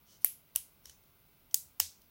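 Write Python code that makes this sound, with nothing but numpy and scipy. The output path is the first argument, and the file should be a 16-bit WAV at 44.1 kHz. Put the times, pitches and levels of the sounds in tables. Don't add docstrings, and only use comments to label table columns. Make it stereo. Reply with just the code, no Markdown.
import sys
import numpy as np
from scipy import signal
from scipy.fft import rfft, irfft
from scipy.io import wavfile

SR = 44100
rng = np.random.default_rng(int(sys.argv[2]) if len(sys.argv) > 2 else 0)


def field_ratio(decibels):
    return 10 ** (np.asarray(decibels, dtype=float) / 20)


def to_wav(sig):
    pcm = np.clip(np.atleast_2d(sig), -1, 1) * 32767
    pcm = np.round(pcm).astype(np.int16)
    wavfile.write(sys.argv[1], SR, pcm.T)


N = 92610
EDGE_HZ = 16130


def evened(x):
    return x / np.sqrt(np.mean(x ** 2) + 1e-20)


def read(points, hz):
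    f, value = np.transpose(points)
    return np.interp(np.log(hz + 1), np.log(f + 1), value)


def add(mix, s, sound):
    part = mix[:, round(s * SR):][:, :sound.shape[1]]
    part += sound[:, :part.shape[1]]


def coin_flips(*shape):
    return rng.choice([-1., 1.], shape)


def ring(x, modes):
    out = 0
    for k, (hz, width, db) in enumerate(modes):
        r = np.exp(-np.pi * width / SR)
        pole = r * np.exp(2j * np.pi * hz / SR)
        mode = 2 * signal.lfilter([1 - r], [1, -pole], x + 0j).real
        out = out + (-1) ** k * field_ratio(db) * mode
    return out


def band(x, lo_hz, hi_hz):
    sos = signal.butter(2, [lo_hz, hi_hz], "bandpass", fs=SR, output="sos")
    return signal.sosfilt(sos, x)


def sides(pan_db):
    return field_ratio(np.array([[pan_db / 2], [-pan_db / 2]]))


# (frequency [Hz], level [dB per Hz])
HUM = [(15, -56.5), (25, -2), (151, -3), (468, -13), (510, -13), (1500, -15.5), (1950, -26), (3300, -120)]
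# (frequency [Hz], level [dB per Hz])
HISS = [(1500, -14), (3500, -19), (5500, -23), (7800, -29), (9500, -25), (12000, -17.5), (14500, -14.5),
        (16000, -11.5)]
# (frequency [Hz], left over right [dB])
HISS_PAN = [(60, 6), (240, 4), (950, 4), (3770, 2.5), (15000, 6)]
HISS_DB, HISS_EDGE_HZ = -63, 15970
PORT_HZ, PORT_WIDTH_HZ, PORT_DB = 15800, 860, 3


def hiss():
    hz = np.fft.rfftfreq(N, 1 / SR)
    port = PORT_DB * np.exp(-((hz - PORT_HZ) / PORT_WIDTH_HZ) ** 2)
    colour = read(HUM[:-1] + HISS, hz) + port
    balance = np.outer([.5, -.5], read(HISS_PAN, hz))
    spectrum = rfft(rng.standard_normal((2, N))) * field_ratio(colour + balance)
    heard = (hz > 20) * (hz < HISS_EDGE_HZ)
    return field_ratio(HISS_DB) * evened(irfft(spectrum * heard, N))


# (frequency [Hz], T60 [s])
ROOM = [(500, 0.158), (1300, 0.15), (3500, 0.26), (6000, 0.31), (9200, 0.26), (15000, 0.26)]
ROOM_DELAY_S, ROOM_RISE_S, ROOM_PAN_DB = 0.0038, 0.0068, 6


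def tail(spread):
    t = np.arange(SR // 2) / SR
    arrival = np.clip((t - ROOM_DELAY_S) / ROOM_RISE_S, 0, 1)
    taps = rng.standard_normal((2, len(t))) * arrival
    hz, at, z = signal.stft(taps, SR, nperseg=128)
    decay_db = -60 * at / read(ROOM, hz)[:, None]
    z = z * field_ratio(read(spread, hz)[:, None] + decay_db) * (hz > 400)[:, None]
    out = signal.istft(z, SR, nperseg=128)[1]
    return sides(ROOM_PAN_DB) * out / np.linalg.norm(out, axis=1, keepdims=True)


# (frequency [Hz], level [dB])
FINGER_SPREAD = [(700, -16.5), (3000, -10.5), (6000, -2), (9000, -7.5), (16000, -11)]
FINGER_ROOM_DB = -6


def finger_echo(hand, effort):
    scattered = (effort * abs(hand).mean(0))[None]
    echo = signal.fftconvolve(scattered, tail(FINGER_SPREAD), axes=1)[:, :N]
    return field_ratio(FINGER_ROOM_DB) * echo


# (time [s], peak level [dB], pitch [Hz], length [s])
NUDGES = [
    (0.548, -66, 61, .07),
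    (0.861, -64.5, 68, 0.07),
    (1.597, -68.5, 75, 0.11),
    (1.809, -56, 83.4, 0.063),
]


def nudge(s, peak_db, hz, length):
    u = np.arange(8000) / SR / length
    port_lag = np.array([[0], [.2]])
    phase = 2 * np.pi * (hz * length * u + port_lag)
    swell = 3 * u * np.exp(1 - 3 * u)
    return s, field_ratio(peak_db) * sides(12) * swell * np.sin(phase)


# (frequency [Hz], width [Hz], level [dB])
CASE = [(3000, 180, 3), (4260, 930, -3.5), (5950, 640, 4.5), (8570, 730, -4.5), (11390, 790, -10)]
FINGER_PAN_DB = 8


def finger(shape, bright_db):
    drive = coin_flips(2, len(shape)) * shape
    loudness = np.sqrt(np.mean(shape ** 2))
    case = evened(ring(drive, CASE))
    scratch = field_ratio(bright_db) * evened(band(drive, 9300, EDGE_HZ))
    body = field_ratio(-12.5) * evened(band(drive, 450, 2800))
    return loudness * sides(FINGER_PAN_DB) * (case + scratch + body)


# (time [s], length [s], level [dB], brightness [dB])
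RUBS = [
    (.05, .14, -63.5, -10.5),
    (.2, 0.048, -68.5, 3.5),
    (.83, 0.1, -62.5, -5.5),
    (1.505, 0.055, -78, 12),
]


def rub(s, length, level_db, bright_db):
    t = np.arange(8000) / SR
    stroke = np.sin(np.pi * np.minimum(t / length, 1))
    return s, field_ratio(level_db) * finger(stroke, bright_db)


# (time [s], peak level [dB], rise [s], T60 [s], brightness [dB])
TICKS = [
    (.156, -57, 0.00037, 0.0066, -1),
    (.220, -64, .002, .03, 7),
    (.553, -47, 0.001, 0.05, -1),
    (.8565, -42, 0.00095, 0.015, -8),
    (.8965, -45, 0.00071, 0.019, -11),
    (1.0375, -63.5, 0.00054, 0.0096, 1),
    (1.511, -57.5, 0.00092, 0.0455, -12),
    (2.018, -58.5, 0.00063, .02, -2.5),
]


def tick(s, peak_db, rise_s, t60, bright_db):
    t = np.arange(-400, 1600) / SR
    press = np.exp(np.minimum(t, 0) / rise_s)
    shape = np.where(t < 0, press, field_ratio(-60 * t / t60))
    return s + t[0], field_ratio(peak_db) * finger(shape, bright_db)


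# (time [s], peak level [dB], left over right [dB], slip level [dB], slip length [s])
SNAPS = [
    (0.246, -8, 15.5, -42, 0.00081),
    (0.5596, -11.5, 12, -31, 0.003),
    (1.5433, -8, 13, -44, 0.0026),
    (1.8004, -6, 7.5, -8, 0.0036),
]
# (rattle [s], knock level [dB], knock low [Hz], knock high [Hz], room level [dB])
LANDINGS = [
    (0.001, -24, 65, 1850, -36.5),
    (0.00132, -33.5, 80, 580, -42.5),
    (.0014, -34.5, 172, 1910, -37.5),
    (0.0014, -31, 310, 1850, -37.5),
]
# (frequency [Hz], width [Hz], level [dB])
GRIP_A = [(2484, 830, -12), (5090, 210, -21.5), (6200, 805, -31.5), (8270, 730, 5.5), (8590, 130, -24.5),
          (10560, 333, 6.5), (12250, 222, 0), (13100, 63, -17.5), (13090, 2020, 4), (14560, 285, -0.5)]
GRIP_B = [(2815, 1800, -14), (5760, 630, -6.5), (7684, 630, -10.5), (9060, 200, -9.5), (8960, 460, -6),
          (10370, 345, -1), (11600, 290, -8), (12700, 240, -4.5), (13500, 300, -21), (15090, 800, -3.5)]
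GRIP_C = [(5250, 520, -5.5), (6720, 480, -1), (8110, 280, -4.5), (9170, 530, -4.5), (10200, 230, 1.5),
          (11180, 440, -3.5), (12080, 160, -0.5), (13140, 450, -3.5), (13800, 710, -3), (15800, 710, -4)]
GRIP_D = [(850, 210, -18), (1636, 200, -12.5), (2950, 300, -8), (3970, 490, -16.5), (5020, 260, -4),
          (6280, 760, -1.5), (8930, 140, -7), (11740, 230, -12), (12080, 580, -3), (13970, 250, -10),
          (14840, 600, -2.5)]
# (frequency [Hz], level [dB])
SPREAD_A = [(410, -63.5), (700, -38.5), (2270, -12), (2560, -10), (3890, -18), (9600, -11.5), (10700, 1),
            (16000, -7.5)]
SPREAD_B = [(410, -56), (700, -19), (2190, -15.5), (3030, -5.5), (3690, -14), (7690, -8.5), (10100, 0.5),
            (16000, -7.5)]
SPREAD_C = [(410, -61.5), (700, -26.5), (1040, -35), (1260, -42.5), (1580, -26), (3030, -17.5), (8420, -3),
            (16000, -4)]
SPREAD_D = [(410, -50), (700, -14.5), (1150, -21), (1300, -29), (1540, -4), (1770, -15.5), (5330, -4.5),
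            (16000, -11)]
SLIP_SWELL_DB, RISE_S = 11.5, .00025
RATTLE_T60, SETTLE_DB, SETTLE_T60 = 0.003, -5.5, 0.019
CRACK_DB, CRACK_HZ, KNOCK_PAN_DB = -12.5, 3700, 3


def snap(s, peak_db, pan_db, slip_db, slip_s, rattle_s, knock_db, low_hz, high_hz, room_db, grip, spread):
    lead = 800
    t = np.arange(-lead, SR // 2) / SR
    early = np.minimum(t, 0)
    late = np.maximum(t - rattle_s, 0)

    slip = field_ratio(slip_db + SLIP_SWELL_DB * early / slip_s) * np.clip(4 + 4 * early / slip_s, 0, 1)
    before = np.exp(early / RISE_S) + slip
    after = field_ratio(-60 * late / RATTLE_T60) + field_ratio(SETTLE_DB - 60 * late / SETTLE_T60)
    drive = coin_flips(2, len(t)) * np.where(t < 0, before, after)

    crack = field_ratio(CRACK_DB) * evened(band(drive, CRACK_HZ, EDGE_HZ))
    case = evened(ring(drive, grip)) + crack
    case = case / abs(case).max(1, keepdims=True)

    knock = band(1. 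* (t == 0), low_hz, high_hz)
    knock = field_ratio(knock_db) * sides(KNOCK_PAN_DB) * knock / abs(knock).max()

    answer = np.pad(tail(spread), ((0, 0), (lead, 0)))[:, :len(t)]
    echo = field_ratio(room_db) * np.sqrt(SR / 20) * answer
    return s + t[0], field_ratio(peak_db) * sides(pan_db) * (case + knock) + echo


def scene():
    mix = hiss()
    hand = np.zeros((2, N))
    effort = coin_flips(N)

    grips = (GRIP_A, GRIP_B, GRIP_C, GRIP_D)
    spreads = (SPREAD_A, SPREAD_B, SPREAD_C, SPREAD_D)
    for detent, landing, grip, spread in zip(SNAPS, LANDINGS, grips, spreads):
        add(mix, *snap(*detent, *landing, grip, spread))

    for row in TICKS:
        add(hand, *tick(*row))
    for row in RUBS:
        add(hand, *rub(*row))
    for row in NUDGES:
        add(mix, *nudge(*row))
    return mix + hand + finger_echo(hand, effort)


def roll_off(x):
    return signal.sosfilt(signal.butter(12, 17180, fs=SR, output="sos"), x)


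def record(dry):
    taps = signal.firwin(255, EDGE_HZ, window=("kaiser", 8), fs=SR)
    limited = signal.oaconvolve(dry, taps[None], "same")
    return roll_off(np.clip(limited, -1, 1))


dry = scene()
out = record(dry)
to_wav(out)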